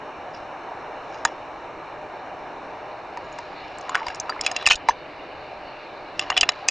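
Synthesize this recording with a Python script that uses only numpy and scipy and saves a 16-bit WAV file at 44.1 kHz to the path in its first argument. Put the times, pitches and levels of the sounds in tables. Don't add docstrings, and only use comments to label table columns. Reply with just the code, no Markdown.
import sys
import numpy as np
from scipy import signal
from scipy.fft import rfft, irfft
from scipy.io import wavfile
from scipy.ndimage import uniform_filter1d

SR = 44100
rng = np.random.default_rng(int(sys.argv[2]) if len(sys.argv) > 2 else 0)


def file_out(sig):
    cols = np.atleast_2d(sig).T
    lim = np.clip(cols, -1, 1)
    pcm = np.round(lim * 32767).astype(np.int16)
    wavfile.write(sys.argv[1], SR, pcm)


N = 295821

BAND_CENTRES = [1000, 1700, 2800, 4800, 7000]


def amp(db):
    return 10 ** (np.asarray(db) / 20)


def evened(x):
    return x / np.sqrt(np.mean(x ** 2) + 1e-20)


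def read(points, hz):
    pitches, values = np.transpose(points)
    return np.interp(np.log(hz + 1), np.log(pitches + 1), values)


def level(rows):
    return amp(np.interp(np.arange(N) / SR, *np.transpose(rows)))


def wander(points, samples=N):
    return evened(signal.resample(rng.standard_normal(points), samples))


def add(mix, start_s, sound):
    part = mix[round(start_s * SR):][:len(sound)]
    part += sound[:len(part)]


def causal(db):
    log_gain = np.log(amp(np.concatenate([db, db[-2:0:-1]])))
    return np.exp(np.conj(signal.hilbert(log_gain)))[:len(db)]


def airy(colour, patchy_db):
    # pitch_hz, likeness
    likeness = [(100, .915), (400, .945), (800, .965), (1600, .935), (3000, .905), (5000, .88), (8000, .8)]
    # pitch_hz, width_hz, gain_db
    case_tones = [(227, 24, -7.5), (323, 73, 1.5), (744, 170, -1.5), (930, 27, 4), (1648, 67, 5),
                  (2887, 206, 10), (3297, 120, -9.5), (4290, 430, -3.5), (4816, 290, -13.5)]
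    frames, hz = N // 256 + 5, np.fft.rfftfreq(1024, 1 / SR)
    a, b, c, d, patches = rng.standard_normal((5, frames, len(hz)))
    patches = evened(uniform_filter1d(uniform_filter1d(patches, size=14, axis=0), size=10, axis=1))
    same, left = read(likeness, hz), a + 1j * b
    right = same * left + np.sqrt(1 - same ** 2) * (c + 1j * d)
    case_db = sum(db * np.exp(-((hz - pitch) / width) ** 2) for pitch, width, db in case_tones)
    spectra = np.array([left, right]) * amp(read(colour, hz) + case_db + patchy_db * patches)
    return evened(signal.istft(spectra.transpose(0, 2, 1), nperseg=1024, noverlap=768)[1][:, :N])


def wind():
    # time_s, level_db
    swell = [(0.0, -38), (0.97, -37), (1.6, -38), (2.6, -38), (3.51, -39.5), (4.52, -37.5), (4.76, -41.5),
             (6.7, -39.5)]
    # pitch_hz, gain_db
    colour = [(20, -19), (220, -11.5), (400, -8), (570, -1.5), (760, 6), (950, 0), (1150, -2.5),
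              (1500, -8.5), (2050, -14), (2350, -9.5), (2900, -26), (4100, -20), (5600, -29.5), (7500, -43),
              (10000, -57.5)]
    return level(swell) * airy(colour, patchy_db=1)


def valley_rush():
    # pitch_hz, gain_db
    colour = [(10, -21), (25, -6), (60, -11), (160, -6.5), (220, -12.5), (300, -2), (450, -1.5), (600, -1),
              (900, -19), (2000, -24.5), (6000, -65.5)]
    return airy(colour, patchy_db=1.5)


def whine(waver=0.0016, flutter_db=2.2):
    # time_s, pitch_hz
    glide = [(0, 607.7), (2.5, 610.6), (4.5, 607.5), (6.7, 602)]
    # pitch_multiple, level_db
    tones = [(1, -49), (3, -65)]
    pitch_hz = np.interp(np.arange(N) / SR, *np.transpose(glide)) * (1 + waver * wander(50))
    turns = np.cumsum(pitch_hz) / SR
    tone = sum(np.sqrt(2) * amp(db) * np.sin(2 * np.pi * multiple * turns) for multiple, db in tones)
    return evened(amp(flutter_db * wander(50))) * tone


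def leaves():
    # time_s, level_db
    swell = [(0, -70), (1.5, -65), (3.15, -53), (3.6, -45.5), (4.1, -51), (4.6, -48), (4.9, -47.5),
             (6.7, -47.5)]
    # pitch_hz, gain_db
    colour = [(300, -29.5), (1200, 6.5), (2400, 16.5), (3000, 1.5), (3800, 9.5), (4500, 13), (5000, 9.5),
              (6000, -43), (9000, -37.5)]
    return level(swell) * airy(colour, patchy_db=2.5)


def shell_ring(t):
    # pitch_hz, level_db, ring_s (time to fade by 60 dB)
    notes = [(741, -23, 0.042), (950, -30.5, 0.008), (1230, -27.5, 0.023), (1828, -17, 0.021),
             (2096, -24.5, 0.03), (2410, -20, 0.019), (2752, -11.5, 0.011), (3000, -35, 0.058),
             (3428, -26.5, 0.046), (3940, -23, 0.029), (4850, -20, 0.024), (5400, -11.5, 0.0077),
             (6310, -17.5, 0.012), (6800, -19, 0.03), (8650, -25, 0.016)]
    hz, db, ring_s = np.transpose(notes)[:, :, None]
    share, detune = rng.uniform(.3, 1, hz.shape), rng.uniform(.985, 1.015, hz.shape)
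    return (share * amp(db - 60 * t / ring_s) * np.cos(2 * np.pi * hz * detune * t)).sum(0)


def rubbing(spots=4, slips_per_s=260, spread_db=4, clump_db=3.5, bright=0.13):
    t, rubbed = np.arange(2048) / SR, np.zeros(N)
    for _ in range(spots):
        sizes = amp(spread_db * np.minimum(rng.exponential(1, N), 4)) * rng.choice([-1, 1], N)
        clumps = amp(clump_db * wander(400))
        clicks = sizes * clumps * (rng.random(N) < slips_per_s / SR)
        ring = signal.lfilter([1, -bright], [1], shell_ring(t))
        rubbed += signal.oaconvolve(clicks, ring)[:N]
    return rubbed


def scrape(rise_share=0.45, ends_db=-21, scratch_db=9, scratch_octaves=0.27):
    # peak_s, level_db, length_s, pitch_hz
    drags = [(0.348, -44, 0.031, 5100), (0.364, -47, 0.086, 5300), (1.14, -45.5, 0.21, 6300),
             (1.285, -45.5, 0.1, 6200), (3.35, -52, 0.49, 6800), (3.98, -44, 1.2, 1500),
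             (4.1, -45, .09, 4800), (4.45, -41, .08, 6700), (4.473, -28, 0.072, 2300),
             (4.603, -36.5, 0.26, 3900), (4.896, -27, 0.039, 4770), (6.224, -28, 0.094, 1160),
             (6.38, -38, 0.27, 3000), (6.577, -50, 0.29, 4000)]
    # pitch_hz, gain_db
    colour = [(40, -32), (400, -20.5), (800, 20), (1800, 3), (2800, 12.5), (4000, 6.5), (5500, 4),
              (7000, -8.5), (8000, -24.5), (9800, -37)]
    hz = np.fft.rfftfreq(2048, 1 / SR)
    rubbed, now, out = rubbing(), np.arange(N) / SR, np.zeros(N)
    for peak_s, db, length_s, tip_hz in drags:
        from_peak = np.maximum((peak_s - now) / rise_share, (now - peak_s) / (1 - rise_share)) / length_s
        touching = from_peak < 2
        tip_db = scratch_db * np.exp(-(np.log2((hz + 1) / tip_hz) / scratch_octaves) ** 2)
        tone_filter = irfft(causal(read(colour, hz) + tip_db))
        scratch = signal.fftconvolve(rubbed[touching], tone_filter)[:touching.sum()]
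        out[touching] += amp(db + ends_db * from_peak[touching]) * evened(scratch)
    return out


def blow_bands(db, spot_hz, fall_below, fall_above):
    off_spot_db = [1.5, -3, -3, -1, -2]
    octaves = np.log2(np.array(BAND_CENTRES) / spot_hz)
    off_spot = np.array(off_spot_db) * np.minimum(abs(octaves), 1)
    return db + off_spot + fall_below * np.minimum(octaves, 0) - fall_above * np.maximum(octaves, 0)


def strike(band_db, spot_hz, ring_s, slip=0.36, spot_db=-7, chatter_db=-19, chatter_s=0.029):
    # pitch_hz, gain_db
    colour = [(40, -14.5), (250, -20), (550, -7), (880, 2), (3000, 8.5), (7000, -7), (8500, -10),
              (9800, -30)]
    band_edges = [500, 1200, 2200, 3600, 6000, 10000]
    t, hz = np.arange(4096) / SR, np.fft.rfftfreq(4096, 1 / SR)
    slips, chatter = rng.standard_normal((2, len(t)))
    press = t / (.0004 + .03 * ring_s)
    blow = (t == 0) + slip * slips * press * np.exp((1 - press ** 2) / 2)
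    chatter *= amp(chatter_db - 60 * t / chatter_s)
    spot = amp(spot_db - 60 * t / ring_s) * np.sin(2 * np.pi * spot_hz * t) * (1 - np.exp(-2 * press))
    shell = rfft(blow + chatter) * rfft(shell_ring(t))
    spectrum = (rfft(blow) + shell) / np.linalg.norm(blow) + rfft(spot)
    spectrum *= causal(read(colour, hz))
    for _ in range(3):
        energy = np.add.reduceat(abs(spectrum) ** 2, np.searchsorted(hz, band_edges))[:-1] * 2 / len(t)
        power_db = 10 * np.log10(energy / (.01 * SR))
        spectrum *= causal(read(np.c_[BAND_CENTRES, band_db - power_db], hz))
    return irfft(spectrum)


def twigs():
    # start_s, level_db, pitch_hz, fall_below_db_per_octave, fall_above_db_per_octave, ring_s
    hits = [(1.2513, -15.5, 950, 5, 6.5, 0.026), (1.2508, -20.5, 6770, 8, 9, 0.012),
            (1.2521, -16, 1737, 5, 21, 0.016), (1.2545, -31, 5050, 17, 14, 0.023),
            (1.273, -37, 1810, 12, 12, 0.034), (3.172, -27.5, 950, 5, 8.5, 0.045),
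            (3.325, -49.5, 6800, 21, 12, 0.038), (3.386, -29, 950, 5, 6.5, 0.064),
            (3.785, -43.5, 7570, 17, 5, 0.01), (3.811, -46.5, 6300, 12, 17, 0.02),
            (3.8936, -26.5, 1050, 5, 6.5, 0.024), (3.8944, -36, 7150, 18, 5, 0.011),
            (3.9178, -29, 1290, 7, 25, 0.014), (3.9468, -18, 1500, 21, 12, 0.023),
            (3.9536, -16.5, 1690, 11.5, 10, 0.0043), (3.9615, -25.5, 1490, 8, 20, 0.055),
            (3.976, -30, 1127, 9, 10, 0.078), (4.0167, -23.5, 900, 5, 21, 0.046),
            (4.0659, -25.5, 963, 3, 9, 0.046), (4.067, -32.5, 4860, 21, 43, 0.017),
            (4.0831, -29, 2200, 6, 8.5, 0.015), (4.1015, -33.5, 1640, 4, 13, 0.035),
            (4.147, -35.5, 5550, 12, 27, 0.01), (4.157, -46, 5800, 11, 14, 0.008),
            (4.1997, -23.5, 6220, 22, 9, 0.02), (4.2942, -19, 1330, 27, 15, 0.013),
            (4.296, -26.5, 4730, 27, 31, 0.038), (4.2988, -27.5, 1370, 4, 18, 0.039),
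            (4.3634, -32, 1360, 6, 18, 0.02), (4.4114, -22, 5480, 10.5, 23, 0.008),
            (4.444, -42, 6440, 9, 22, 0.046), (4.4642, -16.5, 2580, 14.5, 6, 0.018),
            (4.5144, -33, 5070, -1, -1, 0.028), (4.5638, -21.5, 2730, 15, 5.5, 0.033),
            (4.625, -33, 3950, 5, 24, 0.025), (4.657, -19, 2900, 25, 20, 0.039),
            (4.664, -10, 2660, 17.5, 10.5, 0.028), (4.6728, -15, 2560, 5, 3.5, 0.013),
            (4.687, -21, 3900, 10, 15, 0.017), (4.705, -19, 2950, 13, 14, .011),
            (4.7099, -14, 2880, 5.5, 17, 0.008), (4.7138, -14, 2570, 14, 16.5, 0.016),
            (4.7198, -20.5, 2620, 9, 6, 0.012), (4.7552, -29.5, 3920, 23, 9, 0.012),
            (4.7586, -30, 3700, 21, 9, 0.0095), (4.8871, -10, 927, 3, 8, 0.015),
            (4.8924, -12.5, 990, 9, 23, 0.015), (4.894, -29, 6150, 14, 24, 0.058),
            (4.908, -29.5, 1750, 18, 16, 0.02), (6.1942, -18.5, 2760, 12.5, 8.5, 0.021),
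            (6.3011, -21.5, 2800, 0.5, 7.5, 0.05), (6.3182, -26, 1900, 4, 26, 0.026),
            (6.3255, -29.5, 2980, 5, 36, 0.017), (6.3659, -16.5, 3400, 8, 25, 0.059),
            (6.374, -20, 2970, 9, 13, 0.014), (6.377, -13, 2980, 12.5, 11.5, 0.014),
            (6.384, -25, 3000, 17, 25, 0.029), (6.4105, -14.5, 5580, 12, 17.5, 0.0048),
            (6.4117, -11.5, 3070, 25, 17, 0.018), (6.431, -14.5, 2780, 8.5, 17.5, 0.023),
            (6.4342, -19, 2590, 10.5, 21, 0.026), (6.4898, -20.5, 2770, 6.5, 13, 0.012),
            (6.491, -15, 5380, 4, 28, 0.015), (6.519, -40, 2950, 6, 9, 0.034),
            (6.6818, -35, 5500, 9, 4, 0.008), (6.686, -13, 6160, 15.5, 15, 0.0081),
            (6.6854, -16, 2560, 13, 7.5, 0.033)]
    out = np.zeros(N)
    for start_s, db, spot_hz, fall_below, fall_above, ring_s in hits:
        add(out, start_s, strike(blow_bands(db, spot_hz, fall_below, fall_above), spot_hz, ring_s))
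    return out


def crackle(low_hz=1050, high_hz=2300, notes=12, ticks_per_s=70, spread_db=4, rise_s=.0003, ring_s=.016):
    # time_s, level_db
    swell = [(3.0, -62), (3.8, -54), (3.97, -41.5), (4.1, -38), (4.2, -61), (4.32, -37.5), (4.62, -46),
             (4.8, -64), (6.1, -66.5), (6.3, -45), (6.7, -55.5)]
    t, out = np.arange(1024) / SR, np.zeros(N)
    for hz in np.geomspace(low_hz, high_hz, notes):
        tick = (1 - np.exp(-t / rise_s)) * amp(-60 * t / ring_s) * np.sin(2 * np.pi * hz * t)
        sizes = amp(spread_db * np.minimum(rng.exponential(1, N), 2))
        ticking = rng.random(N) < ticks_per_s / notes / SR
        out += signal.oaconvolve(sizes * ticking, tick)[:N]
    return level(swell) * evened(out)


def thumps(cycles_to_fade=2.1):
    # start_s, level_db, pitch_hz
    rows = [(4.081, -29, 60), (4.396, -32, 60.4), (4.668, -23, 55), (4.702, -26, 30), (4.75, -26, 42),
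            (4.887, -29, 28), (6.302, -29, 55), (6.378, -31, 45), (6.425, -24.5, 51.7), (6.684, -31, 75)]
    out, t = np.zeros(N), np.arange(8192) / SR
    for start_s, db, hz in rows:
        wave = -np.sin(2 * np.pi * hz * t) * (1 - np.exp(-2 * np.pi * hz * t))
        add(out, start_s, amp(db - 60 * hz * t / cycles_to_fade) * wave)
    return out


def creak(branch_db=-12, ring_s=0.083, jitter=.025, uneven_db=1.5):
    # time_s, level_db, slips_per_s
    slide = [(4.697, -34, 246), (4.701, -17, 234), (4.711, -18, 290), (4.72, -18.5, 304),
             (4.726, -20.5, 306), (4.734, -19, 305), (4.74, -30, 200), (4.746, -25.5, 350),
             (4.751, -48, 300)]
    # pitch_hz, level_db
    notes = [(1486, -29.5), (1790, -32), (2522, -23), (2750, -21.5), (3030, -22), (3670, -28.5),
             (3960, -36), (4310, -29), (5500, -34), (5850, -30), (6100, -39), (6525, -32), (8560, -28)]
    # pitch_hz, gain_db
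    colour = [(40, -25), (400, -4), (800, 1), (1600, 4), (1950, -3), (2200, -11), (2500, 5), (3500, 7),
              (5000, 1), (6800, 4), (7500, -14), (8500, -14), (9800, -32)]
    times, db, rate = np.transpose(slide)
    t, hz = np.arange(2048) / SR, np.fft.rfftfreq(2048, 1 / SR)
    now = np.arange(times[0], times[-1], 1 / SR)
    slip_count = np.cumsum(np.interp(now, times, rate) * (1 + jitter * wander(12, len(now)))) / SR
    slips = np.diff(np.floor(slip_count), prepend=-1) * amp(uneven_db * rng.standard_normal(len(now)))
    note_hz, note_db = np.transpose(notes)[:, :, None]
    fades = amp(branch_db + note_db - note_db.max() - 60 * t / ring_s)
    branch = (fades * np.cos(2 * np.pi * note_hz * t)).sum(0)
    ring = np.convolve(shell_ring(t) / 2 + branch, irfft(causal(read(colour, hz))))
    rasp = evened(signal.fftconvolve(slips, ring)[:len(now)])
    out = np.zeros(N)
    add(out, times[0], amp(np.interp(now, times, db)) * rasp)
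    return out


def slight_width(x, side_db=-19.5, size=128):
    scatter = np.fft.fftshift(irfft(1j * rng.choice([-1, 1], size // 2 + 1)))
    side = amp(side_db) * np.convolve(x, scatter)[size // 2:][:N]
    return np.array([x + side, x - side])


def scene():
    contacts = amp(-1.41) * twigs() + scrape() + creak() + crackle() + thumps()
    air = amp(1) * wind() + amp(-45) * valley_rush() + leaves()
    return slight_width(contacts + whine()) + air


def record(dry, ceiling=.88, top_hz=10000):
    rounded = dry / (1 + (dry / ceiling) ** 6) ** (1 / 6)
    treble_cut = signal.firwin(255, top_hz, window=("kaiser", 8), fs=SR)
    return signal.oaconvolve(rounded, treble_cut[None], "same")


dry = scene()
out = record(dry)
file_out(out)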